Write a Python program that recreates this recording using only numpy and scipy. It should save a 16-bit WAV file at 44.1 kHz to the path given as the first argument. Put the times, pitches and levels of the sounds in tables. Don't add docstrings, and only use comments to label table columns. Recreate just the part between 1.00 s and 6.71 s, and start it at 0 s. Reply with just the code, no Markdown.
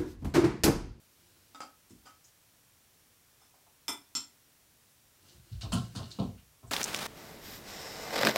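import sys
import numpy as np
from scipy import signal
from scipy.fft import rfft, irfft, next_fast_len
from scipy.io import wavfile
from scipy.ndimage import uniform_filter1d, map_coordinates

SR = 44100
rng = np.random.default_rng(int(sys.argv[2]) if len(sys.argv) > 2 else 0)


def int16_out(signal):
    q = np.round(np.clip(np.atleast_2d(signal).T, -1, 1) * 32767)
    wavfile.write(sys.argv[1], SR, q.astype(np.int16))


N = 251807

# frequency in Hz, relative density in dB per Hz.
HISS_SPECTRUM = [(15, -48), (25, -12.5), (107, -2), (199, -9), (216, -8.5), (261, -9.5), (299, -9),
                 (333, -11.5), (901, -14), (1090, -14), (1210, -14), (5200, -16), (5640, -12.5),
                 (6110, -15.5), (15700, -16.5)]
# frequency in Hz, 60 dB decay time in seconds.
ROOM_DECAY = [(100, 0.22), (400, 0.33), (1200, 0.27), (3000, 0.27), (7000, 0.21), (14000, 0.24)]
# start in seconds, level in dB, brightness in dB per octave,
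# contact time in seconds, frequency of a thin ping in Hz, ping level in dB relative to the knock.
KNOCKS = [(0.547, -51, 2, 0.0035, 3680, -9), (0.604, -42, 1.7, 0.0032, 4900, -19),
          (1.054, -52.5, 2.5, 0.024, 3070, -13.5)]
# frequency in Hz, width in Hz, level in dB.
HOLLOW_MODES = [(278, 29, 3), (390, 24, -30), (555, 120, -8), (813, 103, -2.5), (1250, 190, -6),
                (1282, 27, 6), (1480, 44, -6.5), (2160, 790, -18.5), (3190, 68, -18.5), (3640, 63, -29),
                (4870, 380, -16.5), (6000, 560, -25.5), (7320, 640, -23.5), (9150, 650, -32)]
# start in seconds, level in dB, centre frequency in Hz.
TAPS = [(0.902, -57.5, 258), (0.927, -55.5, 215), (2.415, -70, 940), (2.539, -66.5, 780), (2.665, -68, 770)]
# start in seconds, level in dB, stroke (0 press, 1 release),
# contact time in seconds.
CLICKS = [(0.897, -68, 0, 0.003), (2.414, -66.5, 0, 0.0061), (2.8815, -32.5, 0, 0.0013),
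          (3.1511, -32, 1, 0.0018)]
# frequency in Hz, width in Hz, press level in dB, release level in dB.
SPRING_MODES = [(232, 28, -8.5, -2.5), (285, 32, -1, -4.5), (394, 42, -10.5, -15.5), (684, 35, -11.5, -16),
                (960, 75, -0.5, -9.5), (1234, 150, -9, -11.5), (1370, 100, -7, -7.5), (2030, 30, -4, -7.5),
                (2366, 100, -7, -16), (2576, 26, -26, -4), (3510, 16, 8, 0), (3270, 430, -11.5, -9),
                (4290, 210, -28, -3.5), (5100, 120, -4.5, -24), (5320, 29, 11, -11), (5380, 112, -9, 8.5),
                (6060, 350, -11, -8), (6980, 70, -9.5, 3), (7470, 53, -1, 10), (8180, 67, -3.5, -4),
                (8800, 150, -9, -9.5), (9660, 37, -4, -7.5), (11660, 600, -16.5, -17.5),
                (12980, 80, -12.5, -16), (13820, 80, -14, -25)]
# start in seconds, length in seconds, level in dB.
SLIDES = [(0.206, .33, -73), (4.262, 0.098, -67), (4.476, 0.15, -69), (4.762, 0.088, -57.5),
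          (4.932, .32, -62)]
# frequency in Hz, relative density in dB per Hz.
SMACK_COLOUR = [(880, -19), (1500, 2.5), (1640, -5), (2110, -11.5), (2330, -7.5), (2540, -10), (2890, -3),
                (3380, -9.5), (4100, -5.5), (5890, -9.5), (8540, -8), (10800, -15.5), (15500, -19)]
# start in seconds, level in dB, contact time in seconds,
# frequency in Hz above which the blow rolls off.
CLANKS = [(4.234, -74, 0.0048, 1800), (4.61, -62, 0.0077, 2000), (4.629, -49.5, 0.01, 1210),
          (4.72, -38.5, .011, 1900), (4.948, -49, .012, 1500), (4.986, -47.5, .012, 1270),
          (5.187, -36.5, .0065, 1050), (5.628, -57.5, .004, 1200)]
# frequency in Hz, width in Hz, level in dB.
BASIN_MODES = [(231, 35, 6.5), (407, 98, -4), (567, 100, -9.5), (687, 62, -1), (880, 190, -10),
               (1066, 49, 0.5), (1317, 49, -1), (1476, 42, -8)]
# start in seconds, level in dB,
# centre frequency in Hz, width in octaves, length in seconds, frequency of the pop in Hz,
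# level of the pop in dB relative to the smack.
SMACKS = [(0.897, -66.5, 7400, .5, 0.0048, 8000, -9), (1.242, -62.5, 6400, 0.22, 0.0083, 6200, -5),
          (4.278, -65, 4600, 0.41, .018, 4000, -4), (4.521, -63.5, 4000, 0.4, .0084, 4280, -3),
          (4.609, -47.5, 3820, 0.73, .011, 4100, -3.5), (4.72, -39.5, 4950, 0.98, .0125, 3010, -2.5),
          (4.95, -46, 4060, 0.91, 0.026, 4700, -10.5), (5.105, -55, 5050, 0.44, 0.011, 4100, 4.5),
          (5.188, -52, 3100, 0.37, .0095, 3800, -3), (5.378, -68, 2490, 0.55, 0.0051, 2900, -8),
          (5.67, -66, 7700, .2, .015, 7400, -6)]
# start in seconds, level in dB,
# centre frequency of the push in Hz, level of the rebound in dB relative to the first touch.
THUMPS = [(0.902, -64, 85, -8), (4.341, -55.5, 119, -14), (4.511, -41, 107, -12), (4.626, -40, 116, -3),
          (4.726, -32.5, 199, -20), (4.743, -33, 205.4, -16), (4.948, -39.5, 178, 0),
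          (5.185, -30.5, 176.5, -14), (5.629, -53.5, 110, 3)]
# frequency in Hz, level in dB, 60 dB decay time in seconds.
BOARD_MODES = [(57, 4, 0.67), (65.9, -9, 0.89), (92.6, 6, 0.37), (115.7, 2, 0.45), (142.4, -11, 0.65),
               (171.7, -1.5, 0.41), (200.5, 2.5, 0.34), (240.9, -1.5, 0.33), (263, -17, 0.18)]

HISS_DB = -64
TOP_HZ = 15850
LENGTH = 2 ** 15
T = np.arange(LENGTH) / SR
HZ = np.fft.rfftfreq(LENGTH, 1 / SR) + 1e-3

CHATTER_S, CHATTER_DB, CHATTER_TILT_DB = 0.0105, -7, 1.5
PING_WIDTH_HZ, TAP_OCTAVES = 130, 0.45
STOP_S, STOP_DB = 0.0095, -7
THUD_DB, THUD_HZ = -32, 74
SLIDE_RISE_DB_PER_S, SLIDE_FALL_DB_PER_S = 155, 131
CLANK_TILT_DB, CLANK_FLAT_HZ = 5.5, 1380
ROLL_CONTACTS, ROLL_DB = 1.8, -0.5
POP_S, POP_OCTAVES, POP_LENGTH_S = 0.0098, 0.17, 0.003
PEEL_TICKS, PEEL_LENGTHS = 4, 4
PEEL_DB, PEEL_FADE_DB = -3.5, -12
TICK_S, TICK_SCATTER_OCTAVES, TICK_OCTAVES, TICK_DIRECT_DB = 0.00076, 0.39, 0.4, -1
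PUSH_OCTAVES = 0.5
WEIGHT_S, WEIGHT_PITCH, WEIGHT_DB = 0.0079, 0.576, -2.5
REBOUND_S, REBOUND_PITCH = 0.042, 0.614


def amp(db):
    return 10 ** (np.asarray(db) / 20)


def along(points, hz):
    f, v = np.transpose(points)
    return np.interp(np.log(hz + 1), np.log(f), v)


def loud(x, db):
    return x * amp(db) / np.sqrt(np.sum(x ** 2) / (0.03 * SR) + 1e-20)


def add(track, s, x):
    start = min(round(s * SR), N)
    track[start:start + len(x)] += x[:N - start]


def causal(gain):
    cepstrum = irfft(np.log(np.maximum(gain, 1e-6)))
    cepstrum[1:LENGTH // 2] *= 2
    cepstrum[LENGTH // 2 + 1:] = 0
    return np.exp(rfft(cepstrum))


def resonances(modes):
    power = 0
    for centre, width, db in modes:
        off = ((HZ - centre) / width) ** 2
        power = power + amp(db) ** 2 / (1 + 4 * off) / (1 + off / 30)
    return np.sqrt(power)


def hump(hz, centre_hz, octaves):
    return np.exp(-0.5 * (np.log2(hz / centre_hz) / max(octaves, 0.15)) ** 2)


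def contact(seconds, spiky_db):
    u = T / max(seconds, 2e-4)
    grains = rng.standard_normal(LENGTH) * amp(spiky_db * rng.standard_normal(LENGTH))
    return grains * np.sqrt(u) * np.exp(-2 * u)


def in_room(force, gain, direct_db):
    hz, t, z = signal.stft(rng.standard_normal(LENGTH), SR, nperseg=256)
    decay = amp(-60 * t / along(ROOM_DECAY, hz)[:, None])
    tail = signal.istft(z * decay, SR, nperseg=256)[1][:LENGTH]
    density = np.clip(0.051 + (T / 0.035) ** 2, 0.01, 1)
    tail = tail * (rng.random(LENGTH) < density) / np.sqrt(density)
    tail /= np.linalg.norm(tail)
    tail[0] += amp(direct_db)
    scattered = rfft(force) * rfft(tail)
    broad = np.sqrt(np.abs(uniform_filter1d(np.abs(scattered) ** 2, size=200)) + 1e-12)
    return irfft(scattered * causal(gain / broad))


def hiss():
    hz = np.fft.rfftfreq(N, 1 / SR)
    noise = irfft(rfft(rng.standard_normal(N)) * amp(along(HISS_SPECTRUM, hz)), N)
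    return amp(HISS_DB) * noise / np.std(noise)


def tap(db, centre_hz):
    touch = contact(0.004, spiky_db=2)
    return loud(in_room(touch, hump(HZ, centre_hz, TAP_OCTAVES), direct_db=-1.0), db)


def knocks():
    track = np.zeros(N)
    body = resonances(HOLLOW_MODES)
    for s, db, tilt_db, seconds, ping_hz, ping_db in KNOCKS:
        ping_mode = resonances([(ping_hz, PING_WIDTH_HZ, 0)])
        ping = in_room(contact(seconds, spiky_db=5), ping_mode, direct_db=-7)
        add(track, s, loud(ping, db + ping_db))
        touches = [(0, 0, tilt_db), (CHATTER_S, CHATTER_DB, tilt_db + CHATTER_TILT_DB)]
        for delay, step_db, slope_db in touches:
            colour = body * amp(slope_db * np.log2((HZ + 50) / 1500))
            knock = in_room(contact(seconds, spiky_db=11), colour, direct_db=-2.5)
            add(track, s + delay, loud(knock, db + step_db))
    for s, db, centre_hz in TAPS:
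        add(track, s, tap(db, centre_hz))
    return track


def switch():
    track = np.zeros(N)
    for s, db, stroke, seconds in CLICKS:
        modes = [(hz, width, release if stroke > 0.5 else press)
                 for hz, width, press, release in SPRING_MODES]
        body = resonances(modes)
        for delay, step_db in [(0, 0), (STOP_S, STOP_DB)]:
            click = in_room(contact(seconds, spiky_db=3.0), body, direct_db=-6)
            add(track, s + delay, loud(click, db + step_db))
        add(track, s, tap(db + THUD_DB, THUD_HZ))
    return track


def slide():
    ticks = rng.standard_normal(N) * amp(5.9 * rng.standard_normal(N))

    def drag(gain):
        response = in_room(signal.unit_impulse(LENGTH), gain, direct_db=-3)
        return signal.fftconvolve(ticks, response)[:N]

    crackle = drag(amp(along(SMACK_COLOUR, HZ)) * hump(HZ, 4400, 1.12))
    rumble = drag(hump(HZ, 86, 1.6) / np.hypot(1, (55 / HZ) ** 4))
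    t = np.arange(N) / SR
    efforts_db = []
    for s, seconds, db in SLIDES:
        rise_db = SLIDE_RISE_DB_PER_S * np.maximum(s - t, 0)
        fall_db = SLIDE_FALL_DB_PER_S * np.maximum(t - s - seconds, 0)
        efforts_db.append(db - rise_db - fall_db)
    effort = amp(np.max(efforts_db, axis=0))
    return effort * (crackle / np.std(crackle) + amp(0.5) * rumble / np.std(rumble))


def clanks():
    track = np.zeros(N)
    wall = resonances(BASIN_MODES) / np.hypot(1, (170 / HZ) ** 2)
    for s, db, seconds, reach_hz in CLANKS:
        tilt_db = CLANK_TILT_DB * np.log2(reach_hz / CLANK_FLAT_HZ)
        hardness = amp(tilt_db * np.log2(HZ / 700)) / np.hypot(1, (HZ / reach_hz) ** 5)
        for delay, step_db in [(0, 0), (ROLL_CONTACTS * seconds, ROLL_DB)]:
            clank = in_room(contact(seconds, spiky_db=5.0), wall * hardness, direct_db=-5.5)
            add(track, s + delay, loud(clank, db + step_db))
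    return track


def smack(db, centre_hz, octaves, seconds, direct_db):
    pockets = map_coordinates(rng.standard_normal(200), [HZ / 230])
    band = hump(HZ, centre_hz, octaves) + amp(-23)
    colour = amp(along(SMACK_COLOUR, HZ) + 2.7 * pockets) * band
    return loud(in_room(contact(seconds, spiky_db=5), colour, direct_db), db)


def smacks():
    track = np.zeros(N)
    for s, db, centre_hz, octaves, seconds, pop_hz, pop_db in SMACKS:
        add(track, s, smack(db, centre_hz, octaves, seconds, direct_db=-6.0))
        pop = smack(db + pop_db, pop_hz, POP_OCTAVES, POP_LENGTH_S, direct_db=2.5)
        add(track, s + POP_S, pop)
        for share in rng.random(size=PEEL_TICKS):
            tick_hz = centre_hz * 2 ** rng.normal(0, TICK_SCATTER_OCTAVES)
            tick_db = db + PEEL_DB + PEEL_FADE_DB * share
            tick = smack(tick_db, tick_hz, TICK_OCTAVES, TICK_S, TICK_DIRECT_DB)
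            add(track, s + POP_S + share * PEEL_LENGTHS * seconds, tick)
    return track


def thumps():
    track = np.zeros(N)
    soft = 1 / np.hypot(1, (HZ / 290) ** 6)
    for s, first_db, push_hz, rebound_db in THUMPS:
        pushes = [(0, 0, 1), (WEIGHT_S, WEIGHT_DB, WEIGHT_PITCH), (REBOUND_S, rebound_db, REBOUND_PITCH)]
        for delay, step_db, pitch in pushes:
            db = first_db + step_db
            centre_hz = push_hz * pitch
            ring = 0
            for k, (hz, level, t60) in enumerate(BOARD_MODES):
                decay = amp(level + rng.normal(0, 1) - 60 * T / t60)
                strength = hump(hz, centre_hz, PUSH_OCTAVES) * decay
                mode_hz = hz * (1 + rng.normal(0, 0.012))
                ring = ring + (-1) ** k * strength * np.sin(2 * np.pi * mode_hz * T)
            ring = ring * (1 - np.exp(-T / 0.0015))
            push = hump(HZ, centre_hz, 0.77 * PUSH_OCTAVES) * soft
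            boom = in_room(contact(0.0072, spiky_db=-3.0), push, direct_db=-3.5)
            add(track, s + delay, loud(ring, db) + loud(boom, db - 1.5))
    return track


def scene():
    lowest_hz = 47
    highpass = signal.butter(4, lowest_hz, "high", fs=SR, output="sos")
    floor = signal.sosfilt(highpass, thumps())
    return (hiss() + knocks() + switch() + slide() + clanks() + smacks() + floor)[None]


def record(dry):
    size = next_fast_len(N + LENGTH)
    passed = np.fft.rfftfreq(size, 1 / SR) < TOP_HZ
    return irfft(rfft(dry, size) * passed, size)[:, :N]


dry = scene()
out = record(dry)
int16_out(out)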